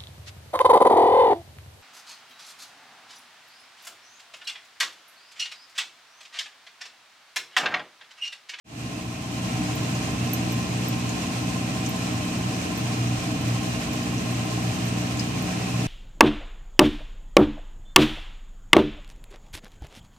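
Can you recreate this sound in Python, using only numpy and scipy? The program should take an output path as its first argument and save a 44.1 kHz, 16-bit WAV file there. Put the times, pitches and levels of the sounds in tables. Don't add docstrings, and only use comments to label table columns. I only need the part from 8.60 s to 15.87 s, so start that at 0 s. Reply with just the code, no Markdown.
import sys
import numpy as np
from scipy import signal
from scipy.fft import rfft, irfft
from scipy.io import wavfile
from scipy.ndimage import uniform_filter1d

SR = 44100
rng = np.random.default_rng(int(sys.argv[2]) if len(sys.argv) > 2 else 0)


def generate_wav(signal):
    frames = np.transpose(np.atleast_2d(signal))
    scaled = np.clip(frames, -1, 1) * 32767
    pcm = np.round(scaled).astype(np.int16)
    wavfile.write(sys.argv[1], SR, pcm)


N = 320607
TIME = np.arange(N) / SR
FREQS = np.fft.rfftfreq(N, 1 / SR)

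MAINS_HZ = 60.022
THROB_HZ, THROB_CREST_S = 15.545, 0.0066
BAND_EDGE_HZ = 14850
FADE_START_S, FADE_RISE_S, FADE_HOLD_DB = 0.042, 0.19, -5.5
FULL_START_S, FULL_RISE_S = 0.62, 0.27
HUM_RISE_S = 0.24


def from_db(db):
    return 10 ** (np.asarray(db) / 20)


def unit(x):
    return x / np.sqrt(np.mean(x ** 2, axis=-1, keepdims=True) + 1e-20)


def ramp(start_s, rise_s):
    return np.clip((TIME - start_s) / rise_s, 0, 1)


def spectrum(rows):
    hz, *columns = np.transpose(rows)
    log_freqs = np.log(FREQS + 1)
    return np.array([np.interp(log_freqs, np.log(hz + 1), column) for column in columns])


def drift(rate_hz):
    lowpass = np.exp(-(FREQS / rate_hz) ** 2) * (FREQS > 0)
    return unit(irfft(rfft(rng.standard_normal(N)) * lowpass, N))


def panned(sound, pan_db):
    return sound * from_db([[pan_db / 2], [-pan_db / 2]])


def add(mix, start_s, sound):
    part = mix[:, max(round(start_s * SR), 0):][:, :sound.shape[1]]
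    part += sound[:, :part.shape[1]]


# (frequency [Hz], correlation [-1 to 1])
CHANNEL_CORRELATION = [(130, 0.92), (250, 0.95), (330, 0.82), (450, -0.11), (700, 0.92), (1000, 0.27),
                       (1600, -0.46), (2500, 0.34), (3300, -0.11), (6000, -0.023)]


def noise(gain):
    first, second = rfft(rng.standard_normal((2, N)))
    same = np.clip(spectrum(CHANNEL_CORRELATION)[0], -1, 1)
    right = same * first + np.sqrt(1 - same ** 2) * second
    return irfft(np.array([first, right]) * gain, N) * np.sqrt(SR / 2)


def ringing(hz, width):
    return noise(1 / (1 + ((FREQS - hz) / width * 1.48) ** 2))


# (frequency [Hz], level [dB per Hz])
RUMBLE_SPECTRUM = [(30, -87), (46, -73.5), (64, -58.5), (72, -59.5), (92, -57.5), (105, -61), (115, -48.5),
                   (128, -55), (146, -56), (164, -58.5), (185, -56), (208, -56.5), (240, -54.5),
                   (290, -54.5), (325, -59), (350, -67.5), (560, -112)]
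# (frequency [Hz], left level [dB per Hz], right level [dB per Hz])
RUSH_SPECTRUM = [(150, -105, -105), (329, -68.5, -81.5), (422, -63.5, -62), (540, -74.5, -71),
                 (634, -61, -64.5), (699, -64.5, -67.5), (747, -67.5, -70.5), (850, -71.5, -77),
                 (946, -72, -70), (1120, -73.5, -70), (1490, -72.5, -73), (1555, -72, -70),
                 (2290, -75.5, -70.5), (2340, -73.5, -67.5), (3290, -80, -72.5), (4500, -83.5, -86),
                 (9000, -115, -115)]
# (frequency [Hz], left level [dB per Hz], right level [dB per Hz])
HISS_SPECTRUM = [(1500, -115, -115), (2780, -79.5, -89), (4170, -76, -73), (4600, -75, -82),
                 (5240, -74.5, -76.5), (6820, -73, -83.5), (7600, -81.5, -76.5), (8420, -80.5, -78),
                 (10660, -94.5, -89.5), (10580, -79, -94.5), (12700, -117, -86), (16600, -99, -90.5)]


def water(rumble_db=-0.55, rush_db=0.5, hiss_db=0.82, churn_hz=16):
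    flow = drift(churn_hz)
    layers = [(RUMBLE_SPECTRUM, rumble_db), (RUSH_SPECTRUM, rush_db), (HISS_SPECTRUM, hiss_db)]
    out = np.zeros((2, N))
    for rows, depth_db in layers:
        out += noise(from_db(spectrum(rows))) * from_db(depth_db * flow)
    return out


def bubble(db, hz, pan_db, cycles, wet, echo_s, snap, crack=0.14, crack_s=0.00036):
    t = np.arange(SR // 8) / SR
    age = t * hz / cycles
    envelope = age * np.exp(1 - age)
    tear = unit(uniform_filter1d(rng.standard_normal(len(t)), size=8))
    phase = 2 * np.pi * hz * t
    ring = envelope * (np.sin(phase) + snap * tear * np.cos(phase))
    crack_noise = unit(np.diff(rng.standard_normal(len(t) + 1)))
    burst = ring + crack * crack_noise * np.exp(-t / crack_s)
    echo_envelope = np.exp(-t / echo_s) * (1 - np.exp(-t / 0.00074))
    echoes = unit(rng.standard_normal((2, len(t))) * echo_envelope) / np.sqrt(len(t))
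    reflected = signal.fftconvolve(burst[None], echoes, axes=1)[:, :len(t)]
    return panned(from_db(db) * (burst + wet * reflected), pan_db)


# (time [s], peak level of the ring's envelope before panning [dB],
# pitch [Hz], left-right difference [dB], time until the ring peaks [cycles])
BUBBLE_BURSTS = [(1.1548, -31, 14300, -11, 3.5), (1.3504, -30, 6800, 5, 2.5), (1.734, -19, 13000, -10, 3.0),
                 (1.735, -21, 12400, -6, 3.6), (1.735, -22, 14400, -10, 3.3), (1.739, -29.5, 6250, 8, 3.6),
                 (1.9235, -32, 14400, -14, 4.2), (2.0284, -32, 5760, 7, 2.3),
                 (2.2847, -26.5, 14100, -13, 4.2), (2.4937, -27, 6760, 10, 2.2),
                 (2.6675, -29, 6790, 5, 2.3), (3.262, -23, 6300, 9, 1.6), (3.2645, -30, 7600, 6, 1.6),
                 (3.2924, -28, 13900, -11.5, 3.4), (3.785, -42, 14000, -14, 3.3),
                 (4.0006, -34, 5900, 5, 2.3), (4.1769, -31.5, 13800, -9.5, 3.2),
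                 (4.3294, -30, 5240, 2.5, 2.1), (4.8132, -37, 14000, -9, 3.3),
                 (5.333, -36, 13800, -11, 3.3), (5.581, -28, 6050, 5, 2.3), (5.7206, -40, 14000, -12, 3.3),
                 (6.2564, -38, 14000, -14, 3.3), (6.572, -27, 6750, 7.5, 1.7), (6.595, -23, 5060, 6, 4),
                 (6.595, -25, 6200, 9, 1.6), (6.8249, -33, 14300, -8, 3.3)]


def bubbles(fizz_db=-46, fizz_pan_db=5, prickle_db=-51, prickle_pan_db=-12, spread_db=6, count=90):
    out = np.zeros((2, N))
    for start_s, db, hz, pan_db, cycles in BUBBLE_BURSTS:
        add(out, start_s, bubble(db, hz, pan_db, cycles, wet=1.0, echo_s=0.011, snap=0.29))
    for when, pitch, strength in rng.random((count, 3)):
        db, hz = fizz_db + spread_db * strength ** 2, 4800 + 3700 * pitch
        add(out, when * N / SR, bubble(db, hz, fizz_pan_db, cycles=3.8, wet=2.5, echo_s=0.011, snap=0.51))
    for when, pitch, strength in rng.random((count // 2, 3)):
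        db, hz = prickle_db + spread_db * strength ** 2, 13000 + 1600 * pitch
        add(out, when * N / SR, bubble(db, hz, prickle_pan_db, cycles=3.6, wet=1.3, echo_s=0.012, snap=0.88))
    return out


# (frequency [Hz], width setting [Hz], level [dB rms])
TANK_MODES = [(97, 3, -47.5), (144.9, 2.1, -43), (325, 3, -49)]


def tank():
    return sum(unit(ringing(hz, width)) * from_db(db) for hz, width, db in TANK_MODES)


# (frequency [Hz], width setting [Hz], left level [dB rms], right level [dB rms])
PUMP_MODES = [(1925, 16, -59, -62), (2432, 9, -60, -55), (2461, 10, -55, -54), (2505, 7, -60, -61),
              (2546, 6, -58, -58), (2570, 7, -60, -54), (2634, 10, -54, -53), (2700, 10, -59, -61),
              (2811, 18, -57, -50), (2889, 6, -64, -58), (2947, 10, -64, -57), (3104, 12, -63, -54),
              (3165, 12, -66, -60), (4067, 25, -60, -64), (4150, 30, -61, -66), (5702, 40, -60, -65)]


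def buzz(lift_db=1.1):
    out = np.zeros((2, N))
    for hz, width, left_db, right_db in PUMP_MODES:
        out += unit(ringing(hz, width)) * from_db([[left_db], [right_db]])
    return from_db(lift_db) * out


# (frequency [Hz], width setting [Hz], left level [dB rms],
# right level [dB rms], throb depth [0-1], lag behind the throb [s])
HOUSING_MODES = [(453.4, 32, -51, -46, 0.32, -0.0066), (759, 5, -44.5, -53, 0.25, -0.0005),
                 (798, 24, -56.5, -48, 0.4, -.003), (906, 74, -56, -58.5, 0.4, -0.011),
                 (1048, 18, -43, -48, 0.49, 0.0024), (1112, 36, -73, -57.5, 0.4, 0.011),
                 (1327, 25, -61, -52, 0.13, -0.0032)]


def housing(sharpness=1.3, evenness=1.05, second_harmonic=0.08):
    out = np.zeros((2, N))
    for hz, width, left_db, right_db, depth, lag_s in HOUSING_MODES:
        turn = 2 * np.pi * THROB_HZ * (TIME - THROB_CREST_S - lag_s)
        beat = np.exp(sharpness * np.cos(turn) + second_harmonic * np.cos(2 * turn))
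        depth = np.clip(depth, 0, 1)
        ring = ringing(hz, width)
        strength = np.sqrt(abs(uniform_filter1d(ring ** 2, size=256)) + 1e-12)
        evened = ring / strength ** (evenness * np.sqrt(depth))
        rubbed = evened * (1 + depth * (beat - 1))
        out += unit(rubbed) * from_db([[left_db], [right_db]])
    return out


# (multiple of the mains, level before panning [dB rms], left-right difference [dB])
HUM_HARMONICS = [(1, -51, -.5), (2, -33.5, -1), (3, -35, 0), (4, -39, 0), (5, -42.5, 3), (6, -53, -12.5),
                 (7, -68.5, 15), (9, -56.5, 2), (15, -64, 0)]
# (time [s], level [dB])
LEVEL_AROUND_120_HZ = [(0.2, -35), (0.65, -32.5), (0.82, -29), (0.93, -35.5), (1.15, -30), (1.36, -31.5),
                       (1.45, -41), (1.65, -30.5), (2.25, -30.5), (2.36, -32), (2.63, -35.5), (2.7, -40),
                       (2.77, -27.5), (3.08, -34.5), (3.19, -35), (3.3, -26), (3.49, -37), (3.57, -31),
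                       (3.68, -47), (3.8, -26.5), (3.98, -32.5), (4.07, -42), (4.15, -34), (4.32, -33),
                       (4.4, -24), (4.53, -26.5), (4.6, -41), (4.68, -33), (4.79, -41), (4.89, -26),
                       (5.26, -47.5), (5.41, -30), (5.99, -33.5), (6.1, -24.5), (6.16, -47), (6.23, -32.5),
                       (6.54, -28.5), (6.68, -37), (6.77, -32.5), (6.93, -40), (7.0, -28.5), (7.25, -29.5)]


def motor(waver_db=1.0, waver_hz=1.65, smear=0.0249, beating_share=0.78):
    beating_db = np.interp(TIME, *np.transpose(LEVEL_AROUND_120_HZ))
    beating_db = beating_share * (beating_db - beating_db.mean())
    out = np.zeros((2, N))
    for order, db, pan_db in HUM_HARMONICS:
        k = round(order)
        cycles = k * MAINS_HZ * TIME + smear * k ** 2
        harmonic = np.sqrt(2) * np.cos(2 * np.pi * cycles)
        level_db = db + waver_db * drift(waver_hz) + beating_db * (k == 2)
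        out += panned(harmonic * from_db(level_db), pan_db)
    return out * ramp(FADE_START_S, HUM_RISE_S)


def scene():
    return water() + bubbles() + tank() + buzz() + housing() + motor()


def record(dry):
    second_step = from_db(FADE_HOLD_DB * (1 - ramp(FULL_START_S, FULL_RISE_S)))
    fade = ramp(FADE_START_S, FADE_RISE_S) * second_step
    lowpass = signal.firwin(255, BAND_EDGE_HZ, window=("kaiser", 8), fs=SR)
    return signal.oaconvolve(dry * fade, lowpass[None], "same")


dry = scene()
out = record(dry)
generate_wav(out)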